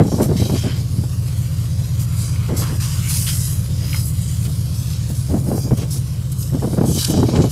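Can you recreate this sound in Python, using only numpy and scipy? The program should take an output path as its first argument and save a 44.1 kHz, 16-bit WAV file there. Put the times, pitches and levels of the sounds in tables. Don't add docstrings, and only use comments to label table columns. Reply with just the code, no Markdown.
import sys
import numpy as np
from scipy import signal
from scipy.io import wavfile
from scipy.ndimage import uniform_filter1d

SR = 44100
rng = np.random.default_rng(int(sys.argv[2]) if len(sys.argv) > 2 else 0)


def digitize_waveform(pressure):
    field = np.atleast_2d(pressure).T
    bounded = np.clip(field, -1, 1)
    quanta = np.round(bounded * 32767).astype(np.int16)
    wavfile.write(sys.argv[1], SR, quanta)


def convert_level_to_amplitude(level_db):
    exponent = np.asarray(level_db, float) / 20
    return 10 ** exponent


N = 331279


def jet():
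    spray = ringing_steel(droplets())
    return deck_echo(near_fittings(spray))


def droplets():
    # (time [s], level [dB])
    open_deck = [(0, -45), (1, -45.5), (2, -43.5), (3, -47.5), (4, -45), (5, -45), (5.6, -46.5), (6.4, -46),
                 (7.51, -45)]
    # (frequency [Hz], density [dB per Hz])
    spray_colour = [(700, -13), (1090, -4), (1720, -9.5), (2100, -7), (2700, -7.5), (3110, -8.5),
                    (3620, -7.5), (4000, -3), (4900, -0.5), (7500, 0), (10700, -0.5), (12100, -3),
                    (12800, -7.5), (15500, -9.5)]
    # (start [s], length [s], level [dB], loudest region [octaves above 1 kHz])
    rushes = [(-0.011, 0.4, -38, 2.56), (0.22, 0.83, -35, 1.82), (0.274, 0.51, -38.5, 3.4),
              (0.607, 0.21, -28.5, 0.92), (1.031, 0.99, -41.5, 0.73), (1.269, 0.31, -41.5, 3.7),
              (1.466, 0.54, -48, 2.1), (1.737, 0.99, -38, 0.69), (2.119, 0.3, -35.5, 2.87),
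              (2.204, 0.86, -34, 0.64), (2.43, 0.72, -41, 3.26), (2.639, 0.74, -47, 0.54),
              (2.77, 0.89, -35, 1.1), (2.88, 0.95, -28, 3.38), (3.109, 0.84, -37.5, 0.97),
              (3.725, 0.37, -36.5, 1.05), (3.728, 0.64, -35, 3.65), (3.876, 0.91, -43, 1.4),
              (3.9, 0.12, -32, 0.79), (4.024, 0.93, -41.5, 3.5), (4.17, 1, -47, 0.96),
              (4.609, 0.98, -43, 1.2), (5.135, 0.93, -41.5, 3.45), (5.662, 0.95, -49, 1.2),
              (6.324, 0.25, -39, 3.4), (6.554, 0.36, -41.5, 3.3), (6.779, 0.46, -31, 3.12),
              (6.84, 0.53, -30, 2.27), (6.941, 0.27, -30.5, 0.17), (7.173, 0.41, -36.5, 1.93)]
    # (start [s], length [s], level [dB], loudest region [octaves above 1 kHz])
    splats = [(0.37, .09, -40, 2.5), (3.09, .14, -38, 3.2), (3.262, 0.099, -29.5, 1.5),
              (0.215, 0.045, -36, 2.6), (0.445, .06, -35, 2), (5.55, .1, -48, 3.8), (5.77, 0.033, -36, 3.8),
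              (5.909, .03, -42, 3.7), (5.96, .04, -38.5, 2.4), (6.314, .02, -37, 3.5),
              (6.42, .04, -38.5, 2.3), (2.355, 0.033, -50, 1.2), (3.4, .05, -35, 3),
              (3.445, 0.043, -29.5, 3.2), (4.05, 0.076, -31, 3.8), (6.382, 0.1, -34, 3.5),
              (6.63, 0.029, -41, 3.7), (7.043, 0.017, -16.5, 2.2), (7.095, 0.055, -30, 3.5),
              (7.353, 0.023, -28, 1.5), (7.415, 0.024, -29.5, 1.9)]
    # (start [s], length [s], level [dB], loudest region [octaves above 1 kHz])
    surges = [(0.205, 0.098, -32.5, 3.8), (0.214, 0.06, -33, 0.7), (0.353, 0.17, -34, 1.3),
              (0.531, 0.19, -31, 1.3), (1.984, 0.1, -35, 3.7), (2.556, 0.13, -29, 3.26),
              (2.608, 0.21, -28.5, 0.12), (2.79, 0.36, -30, 0.6), (2.791, 0.38, -33, 3.2),
              (3.076, 0.22, -26.5, 3.8), (3.089, 0.11, -30.5, 0.9), (3.254, 0.13, -28, 1.5),
              (3.893, 0.23, -38, 3), (4.439, 0.05, -38, 1.34), (4.732, 0.37, -40, 3.75),
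              (5.015, 0.14, -46, 3.6), (5.075, 0.11, -37, 3.9), (5.136, 0.21, -38.5, 3.35),
              (5.544, 0.24, -36, 4.7), (5.761, 0.14, -37, 1.7), (5.807, 0.054, -36, 0.84),
              (5.896, 0.16, -35, 3.3), (6.309, 0.026, -39, 3.8), (6.973, 0.091, -23.5, 2.43),
              (7.347, 0.035, -26, 0.51), (7.405, 0.23, -41, 2.2), (7.483, 0.201, -36, 3),
              (7.495, 0.059, -34, 0.31)]
    # (start [s], length [s], level [dB], loudest region [octaves
    # above 1 kHz])
    narrow_hisses = [(.4, 0.34, -41, 5), (.55, .25, -37, 1.5), (.92, .3, -45, -3), (1, 0.28, -44, 0.5),
                     (1.2, .3, -44, 2), (1.95, 0.23, -47, 4.5), (1.98, .25, -44, 5), (2.05, 0.22, -43, -1),
                     (2.1, 0.24, -41, 3.5), (2.85, .15, -42, -5), (3, .15, -28, 1.2), (3.07, 0.19, -32, 2.45),
                     (3.2, 0.26, -42, -2), (3, 0.27, -39, 0), (4.15, 0.25, -35.5, 3), (4.1, .5, -51, 7.5),
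                     (4.48, 0.091, -41, -0.5), (4.85, 0.23, -45, 2.6), (5.2, .45, -42, -0.5),
                     (5.5, 0.27, -37, 2.5), (5.55, .15, -44, 6), (6.3, 0.22, -42, 0.3), (7.2, 0.18, -45, 4),
                     (.05, 0.25, -37, 2.5), (4.3, 1, -42, 2), (2.24, 0.1, -34, 0.5), (3.1, .15, -31, 3.2),
                     (3.2, .2, -35, 6.5)]
    tilt_db = -0.04
    patchy_db, flutter_db, grain_db = 1.07, 1.05, 1.0
    surge_late_s = 0.0037

    hz, noise = zip(*bands(676, 15720, count=30))
    hz = np.array(hz)
    steady = convert_level_to_amplitude(in_time(open_deck)[0]) ** 2
    sweep = heard(rushes, hz, narrow_db=6.5)
    sweep = sweep + heard(splats, hz, narrow_db=7.4, rise_s=0.0056)
    late_surges = np.add(surges, [surge_late_s, 0, 0, 0])
    sweep = sweep + heard(late_surges, hz, narrow_db=3.5, rise_s=0.013)
    sweep = sweep + heard(narrow_hisses, hz, narrow_db=50)

    together = flutter_db * drift(13.3) + grain_db * drift(270)
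    spray = 0
    for f, band, power in zip(hz, noise, sweep):
        colour_db = at_hz(spray_colour, f) + 7.26 + tilt_db * np.log2(f / 4000)
        band_db = colour_db + together + patchy_db * drift(3.4)
        spray = spray + convert_level_to_amplitude(band_db) * np.sqrt(steady + fill(power)) * band
    return spray


def ringing_steel(spray):
    # (frequency [Hz], width [Hz], level [dB])
    steelwork = [(1020, 650, -5.5), (2020, 1800, -11.5), (3104, 450, 2.5), (3910, 180, -9.5),
                 (11750, 260, -3.5)]
    # (time [s], level [dB])
    vent = [(0, -22), (.5, -4), (1.6, -8), (2.1, -6), (2.9, -1), (3.15, -10), (3.35, -6), (3.9, 5),
            (4.4, -15), (4.9, -7), (5.4, -11), (6.5, -20), (6.9, -11), (7.51, -14)]
    plates = sum(convert_level_to_amplitude(db + 0.8 * drift(6.5)) * resonance(spray, hz, w) for hz, w, db in steelwork)
    spray = spray + plates
    return spray + convert_level_to_amplitude(in_time(vent)[0]) * resonance(spray, hz=4970, width_hz=430)


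def near_fittings(spray):
    fitting_lags = [.7, .9, 1.05, 1.3, 1.5, 1.7]
    usual_share = .05
    return spray + sum(usual_share * drift(5.8) * np.roll(spray, round(ms * SR / 1000)) for ms in fitting_lags)


def deck_echo(spray):
    # (start [s], length [s], lag [ms], share [ratio])
    echoes = [(-0.08, 0.34, 1.24, 0.52), (0.19, 0.67, 1.28, 0.39), (0.23, 0.25, 1.08, 0.27),
              (0.95, 0.34, 1.07, 0.28), (0.97, 0.25, 1.63, 0.27), (1.69, 0.34, 1.21, 0.36),
              (1.76, 0.76, 0.84, 0.27), (2.07, 0.42, 1.24, 0.36), (2.58, 0.34, 1.2, 0.29),
              (2.94, 0.25, 1.4, 0.33), (3.32, 0.34, 1.03, 0.31), (3.37, 0.34, 1.23, 0.27),
              (3.71, 0.59, 1.0, 0.41), (4.65, 0.34, 0.8, 0.28), (4.65, 0.34, 1.13, 0.38),
              (4.97, 0.25, 1.12, 0.28), (5.41, 0.5, 1.23, 0.47), (5.48, 0.17, 1.74, 0.28),
              (5.51, 0.25, 0.81, 0.4), (5.61, 0.25, 1.6, 0.33), (6.28, 0.34, 0.74, 0.27),
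              (6.53, 0.34, 1.29, 0.3), (6.81, 0.67, 1.28, 0.44), (6.83, 0.09, 1.22, 0.27),
              (7.11, 0.17, 1.01, 0.31), (7.29, 0.25, 1.74, 0.29)]
    start_s, length_s, lag_ms, share = np.transpose(echoes)
    shares = share[:, None] * swell(start_s, length_s, 0.45)
    dull = signal.lfilter(*signal.butter(1, 13000, fs=SR), spray)
    late = sum(fill(part) * np.roll(dull, round(ms * SR / 1000)) for ms, part in zip(lag_ms, shares))
    return (spray + late) / fill(np.sqrt(1 + (shares ** 2).sum(axis=0)))


def whistles(spray):
    usual_db, width_share = -8.0, .03
    pitches = np.geomspace(900, 12000, num=34) * rng.uniform(.97, 1.03, 34)
    return sum(convert_level_to_amplitude(usual_db) * drift(5.0) * resonance(spray, hz, width_share * hz) for hz in pitches)


def wind():
    # (frequency [Hz], density [dB per Hz])
    buffet = [(50, -48), (90, 1), (150, 5.5), (240, 1), (480, -8), (900, -24), (1400, -39.5), (2400, -81)]
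    lumpy_db, own_db = 1.5, 1.2
    thud_even, rasp_even = 0.36, 0.27

    gust, gust_bright = gusts()
    puff, puff_bright = puffs()
    gust = gust * convert_level_to_amplitude(lumpy_db * drift(22))
    level = np.hypot(gust, puff)
    bright = (gust_bright * gust + puff_bright) / (gust + puff)
    parts = []
    for hz, band in bands(47.2, 2676, count=14):
        band_db = at_hz(buffet, hz) + bright * np.log2(hz / 350) + own_db * drift(34)
        parts.append(convert_level_to_amplitude(band_db) * steadied(band, hz))
    thud, rasp = sum(parts[:6]), sum(parts[6:])

    thud_swing = uniform_filter1d(unit(thud) ** 2, size=700) + 0.14
    rasp_swing = uniform_filter1d(unit(rasp) ** 2, size=250) + 0.015
    crackle = convert_level_to_amplitude(1.1 * drift(90))
    flow = thud / thud_swing ** (thud_even / 2) + rasp / rasp_swing ** (rasp_even / 2)
    return level * crackle * convert_level_to_amplitude(1.1) * unit(flow)


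def gusts():
    # (start [s], length [s], level at 200-600 Hz [dB], brightness [dB per octave])
    gust_rows = [(-0.145, 0.21, -2, 2), (0.113, 0.19, -21, 4), (0.264, 0.095, -17.5, -2.5),
                 (0.374, 0.072, -28, -4.5), (0.38, 0.24, -27.5, 4), (0.5, 0.083, -18.5, -3),
                 (0.622, 0.3, -35.5, -1.5), (0.623, 0.061, -20, 3), (0.887, 0.2, -34.5, -10.5),
                 (2.44, 0.25, -26, 6), (2.475, .09, -28, -2), (2.658, 0.13, -29.5, -2),
                 (3.78, 0.1, -34.5, 6), (4.425, 0.13, -35, 1), (3.666, 0.078, -31.5, 1),
                 (5.085, 0.048, -29, -3), (5.273, 0.14, -17.5, 2.5), (5.35, 0.19, -31.5, -4),
                 (5.421, 0.2, -22, 0), (5.616, 0.1, -26, 0), (5.747, 0.17, -29, 6), (5.929, 0.077, -36, 7),
                 (6.509, 0.097, -28.5, -11), (6.53, 0.29, -32.5, -1), (6.605, 0.074, -17, 4.5),
                 (6.761, 0.049, -15.5, 2.5), (6.864, 0.069, -19, -6.5), (6.939, 0.074, -24.5, -4),
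                 (7.049, 0.33, -18, -3), (7.271, 0.23, -17.5, 7.5), (7.35, 0.096, -15, -8)]
    lull_db = -81
    start_s, length_s, gust_db, tilt_db = np.transpose(gust_rows)
    power = (convert_level_to_amplitude(gust_db + 0.5)[:, None] * swell(start_s, length_s, rise=0.43)) ** 2
    total = power.sum(axis=0) + convert_level_to_amplitude(lull_db) ** 2
    return fill(np.sqrt(total)), fill(tilt_db @ power / total)


def puffs():
    # (time [s], peak level [dB], length [s], brightness [dB per octave])
    eddies = [(0.007, -2, 0.017, 0), (0.03, -23, 0.024, -8), (0.048, -13.5, 0.028, -3),
              (0.079, -16, 0.017, 1), (0.118, -13, 0.031, 1), (0.141, -15, 0.015, -7),
              (0.18, -17.5, 0.023, 2), (0.198, -8, 0.029, 5.5), (0.218, -16, 0.034, -1),
              (0.249, -19, 0.036, -3), (0.296, -22, 0.023, 0.5), (0.31, -13.5, 0.034, 0),
              (0.35, -20, 0.028, -9), (0.395, -18.5, 0.027, -6), (0.416, -14, 0.031, -2.5),
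              (0.454, -21, 0.021, 6), (0.493, -13.5, 0.022, 6.5), (0.515, -23, 0.026, -6),
              (0.553, -16.5, 0.021, 1), (0.649, -21, 0.03, -2), (0.665, -20, 0.031, 0),
              (0.803, -30, 0.025, -8), (0.983, -21.5, 0.017, -13.5), (1.034, -23, 0.02, 6),
              (2.23, -32, 0.025, -1), (2.49, -19.5, 0.028, 4), (2.526, -22, 0.025, -4),
              (2.55, -31, 0.022, -2), (2.616, -22, 0.022, 8), (2.719, -25, 0.029, 0.5),
              (5.287, -34, 0.018, -8), (5.31, -23, 0.03, -12), (5.339, -8, 0.013, -4),
              (5.39, -31, 0.023, 0.5), (5.482, -16, 0.018, -4), (5.514, -14.5, 0.029, 2.5),
              (5.543, -18, 0.031, -3), (5.574, -23, 0.03, 7), (5.646, -29, 0.023, -6),
              (5.673, -24, 0.018, 1), (5.707, -8.5, 0.025, -1.5), (5.727, -19, 0.017, -16),
              (5.768, -27, 0.025, 2), (5.783, -26, 0.028, -3), (5.824, -23, 0.023, -1),
              (5.952, -29, 0.027, -8)]
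    # (time [s], peak level [dB], length [s], brightness [dB per octave])
    squall = [(6.521, -22, 0.02, 0.5), (6.542, -12.5, 0.018, 0.5), (6.567, -21, 0.02, 0.5),
              (6.627, -11.5, 0.02, 0.5), (6.643, -16, 0.015, 0.5), (6.671, -14.5, 0.021, 0.5),
              (6.699, -24, 0.029, 0.5), (6.73, -11.5, 0.019, 0.5), (6.771, -17, 0.023, 0.5),
              (6.784, -12, 0.014, 0.5), (6.809, -7.5, 0.022, 0.5), (6.835, -10, 0.024, 0.5),
              (6.869, -20, 0.018, 0.5), (6.91, -14, 0.02, 0.5), (6.949, -17, 0.015, 0.5),
              (6.972, -16, 0.014, 0.5), (7.079, -20, 0.025, 0.5), (7.098, -26, 0.02, 0.5),
              (7.098, -17, 0.043, 0.5), (7.138, -4, 0.013, 0.5), (7.174, -9, 0.018, 0.5),
              (7.187, -15, 0.031, 0.5), (7.227, -1.5, 0.013, 0.5), (7.249, -34, 0.02, 0.5),
              (7.285, -8.5, 0.02, 0.5), (7.321, -24, 0.02, 0.5), (7.334, -12, 0.025, 0.5),
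              (7.349, -14, 0.021, 0.5), (7.367, -14, 0.023, 0.5), (7.389, -10, 0.022, 0.5),
              (7.401, -7.5, 0.011, 0.5), (7.438, -9.5, 0.028, 0.5), (7.469, -26, 0.025, 0.5)]
    level, bright = np.zeros(N), np.zeros(N)
    for s, db, length_s, tilt in list(eddies) + list(squall):
        at = round(s * SR)
        t = np.arange(SR // 5)[:N - at] / SR
        shape = convert_level_to_amplitude(db + 5.5 - 18 * t / length_s) * (1 - np.exp(-t / 0.0041))
        level[at:at + len(t)] += shape
        bright[at:at + len(t)] += tilt * shape
    return level, bright


def flicks():
    # (time [s], peak level [dB], frequency [Hz])
    pushes = [(0.012, -13, 253), (0.1185, -13, 520), (0.025, -4, 302), (0.209, -4, 330), (0.318, -13, 380),
              (0.497, -10, 454), (2.496, -14, 160), (2.522, -12, 300), (2.54, -10, 326), (5.342, -19, 478),
              (5.516, -7, 420), (5.58, -10.5, 480), (5.735, -9, 250), (6.647, -12, 317), (6.812, -6, 327),
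              (6.841, -7, 513), (6.535, -10.5, 145), (6.814, -9, 646), (7.14, -10, 306), (7.176, -4, 270),
              (7.229, -10, 400), (7.286, -15, 520), (7.232, -3.5, 646), (7.368, -8, 450), (7.401, -10, 279),
              (7.44, -10, 302)]
    swing_cycles, rise_s = 6.5, 0.00042
    out, t = np.zeros(N + SR), np.arange(SR // 10) / SR
    for s, db, hz in pushes:
        envelope = convert_level_to_amplitude(db - 60 * t * hz / swing_cycles) * (1 - np.exp(-t / rise_s))
        out[round(s * SR):][:len(t)] -= envelope * np.cos(2 * np.pi * hz * t)
    return out[:N]


def ticks():
    # (time [s], peak level [dB], frequency [Hz], t60 [s])
    knocks = [
        (2.36, -25, 2230, .017),
        (3.931, -16, 2300, .013),
        (3.9305, -19, 2900, .014),
        (3.9445, -15, 2150, .017),
        (3.945, -21, 1500, .011),
        (3.945, -27, 900, .015),
        (3.965, -28, 2100, .02),
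        (4.448, -38, 2400, .02),
        (6.5, -37, 1900, .02),
        (6.597, -37, 1880, .02),
    ]
    t = np.arange(N) / SR
    return sum(struck([(s, db, .0004, t60)]) * np.sin(2 * np.pi * hz * (t - s)) for s, db, hz, t60 in knocks)


def engine():
    # (time within the cycle [s], level [dB])
    firings = [(0.0088, 5.3), (0.0251, 1.1), (0.042, 3.7), (0.0566, -0.0), (0.0719, 4.3), (0.1049, 2.3),
               (0.1087, 9.8), (0.1238, 0.2), (0.1438, -5.0), (0.1634, 5.9), (0.1728, 10.1), (0.1901, 1.6)]
    # (frequency [Hz], width [Hz], level [dB])
    funnel = [(62.2, 66.1, -57.6), (93.7, 4.0, -37.7), (118.7, 4.0, -35.4), (137.0, 4.0, -36.0)]
    # (multiple of the cycle [ratio], peak level [dB])
    orders = [(6, -54.4), (7, -45.8), (8, -43.9), (9, -37.3), (10, -46.5), (11, -43.7), (12, -44.6),
              (13, -40.0), (14, -33.6), (15, -30.4), (16, -35.1), (17, -29.9), (18, -25.3), (19, -47.7),
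              (20, -36.6), (21, -40.6), (22, -32.2), (23, -21.6), (24, -40.5), (25, -38.4), (26, -23.9),
              (27, -42.6), (28, -34.6), (29, -35.6), (30, -31.9), (31, -32.5), (32, -37.7), (33, -45.1),
              (34, -36.4), (35, -34.6)]
    # (time [s], level [dB])
    heading = [(0, -1.5), (1, -0.5), (2, 1), (3, 1.5), (4, 2), (5, 0.5), (6, -0.5), (7, -1.5), (7.51, -0.5)]
    cycle_hz, silencer_hz = 5.0, 185
    wander_db, wander_rad = 1.3, .13

    order, level_db = np.transpose(orders)
    fire_s, fire_db = np.transpose(firings)
    hz = order * cycle_hz
    train = np.exp(-2j * np.pi * np.outer(hz, fire_s)) @ convert_level_to_amplitude(fire_db)
    pipe = 0
    for k, (f, w, db) in enumerate(funnel):
        pipe = pipe + (-1) ** k * convert_level_to_amplitude(db) * 1j * hz * w / (f ** 2 - hz ** 2 + 1j * hz * w)
    silencer = signal.freqz(*signal.butter(4, silencer_hz, fs=SR), hz, fs=SR)[1]
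    start = np.angle(train * pipe * silencer)
    start = start + 2.3 * (order == 31)

    t, throb = np.arange(N) / SR, 0
    for f, db, phase in zip(hz, level_db, start):
        breath = convert_level_to_amplitude(db + wander_db * drift(0.14))
        throb = throb + breath * np.cos(2 * np.pi * f * t + phase + wander_rad * drift(0.32))
    return throb * convert_level_to_amplitude(in_time(heading)[0])


def airflow():
    # (frequency [Hz], density [dB per Hz])
    wash_colour = [(30, -38), (60, -19.5), (115, 2), (135, -0.5), (170, -1.5), (200, -38), (300, -25.5),
                   (520, -23.5), (800, -36.5), (1300, -38)]
    level_db, patchy_db = -30, 1.5
    wash = sum(convert_level_to_amplitude(at_hz(wash_colour, hz) + patchy_db * drift(5.4)) * band
               for hz, band in bands(25.25, 1555, count=16))
    return convert_level_to_amplitude(level_db) * unit(wash)


def hums():
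    # (frequency [Hz], rms level [dB])
    upper_orders = [(205, -58.5), (238, -62), (269, -47.5), (307, -49.5), (480, -90), (535, -57.5)]
    width_hz, wander_db = 8.1, 0.0
    out = 0
    for hz, db in upper_orders:
        tone = unit(resonance(rng.standard_normal(N), hz, width_hz))
        out = out + convert_level_to_amplitude(db + wander_db * drift(0.57)) * tone
    return out


def unit(x):
    return x / np.sqrt(np.mean(x ** 2) + 1e-20)


def in_time(rows, outside=None):
    s, *columns = np.transpose(rows)
    return [np.interp(np.arange(N) / SR, s, c, outside, outside) for c in columns]


def at_hz(points, hz):
    point_hz, db = np.transpose(points)
    return np.interp(np.log(hz), np.log(point_hz), db)


def drift(rate):
    r = np.exp(-64 * np.pi * rate / SR)
    slow = signal.lfilter([1], [1, -2 * r, r * r], rng.standard_normal(N // 32 + 3002))[3000:]
    return fill(unit(slow - slow.mean()))


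def bands(low_hz, high_hz, count):
    edges = np.geomspace(low_hz, high_hz, count + 1)
    white = rng.standard_normal((2, N + SR // 4))
    for k in range(count):
        sos = signal.butter(2, edges[k:k + 2], "band", fs=SR, output="sos")
        yield np.sqrt(edges[k] * edges[k + 1]), signal.sosfilt(sos, white[k % 2])[SR // 4:]


def resonance(x, hz, width_hz):
    r = np.exp(-np.pi * width_hz / SR)
    poles = [1, -2 * r * np.cos(2 * np.pi * hz / SR), r * r]
    return signal.lfilter([(1 - r * r) / 2, 0, (r * r - 1) / 2], poles, x)


def struck(rows):
    out, t = np.zeros(N + SR), np.arange(SR // 4) / SR
    for s, db, rise, t60 in rows:
        out[round(s * SR):][:len(t)] += convert_level_to_amplitude(db - 60 * t / t60) * (1 - np.exp(-t / rise))
    return out[:N]


def swell(start_s, length_s, rise):
    u = (np.arange(N // 32 + 2) * 32 / SR - start_s[:, None]) / length_s[:, None]
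    ramp = np.minimum(u / rise, (1 - u) / (1 - rise))
    return np.sin(np.pi / 2 * np.clip(ramp, 0, 1)) ** 2


def fill(slow):
    return np.interp(np.arange(N) / 32, np.arange(len(slow)), slow)


def heard(rows, hz, narrow_db, rise_s=None):
    start_s, length_s, db, octave = np.transpose(rows)
    if rise_s is None:
        rise = 0.37 + 0 * db
    else:
        rise = np.clip(rise_s / length_s, .01, .5)
    away = np.log2(hz[:, None] / 1000) - octave
    return convert_level_to_amplitude(db - narrow_db * away ** 2) ** 2 @ swell(start_s, length_s, rise[:, None]) ** 2


def steadied(x, hz):
    swing = uniform_filter1d(unit(x) ** 2, size=round(4 * SR / hz)) + 0.13
    return x / swing ** .35


def scene():
    spray = jet()
    water = spray + whistles(spray) + ticks()
    ship = engine() + airflow() + hums()
    return (water + wind() + flicks() + ship)[None]


def low_pass(x):
    return signal.sosfilt(signal.butter(12, 15490, fs=SR, output="sos"), x)


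def record(dry):
    top = signal.ellip(8, .3, 60, 15550, fs=SR, output="sos")
    rounded = 1.1 * np.tanh(dry / 1.1)
    mix = signal.sosfilt(top, rounded)
    return low_pass(mix)


dry = scene()
out = record(dry)
digitize_waveform(out)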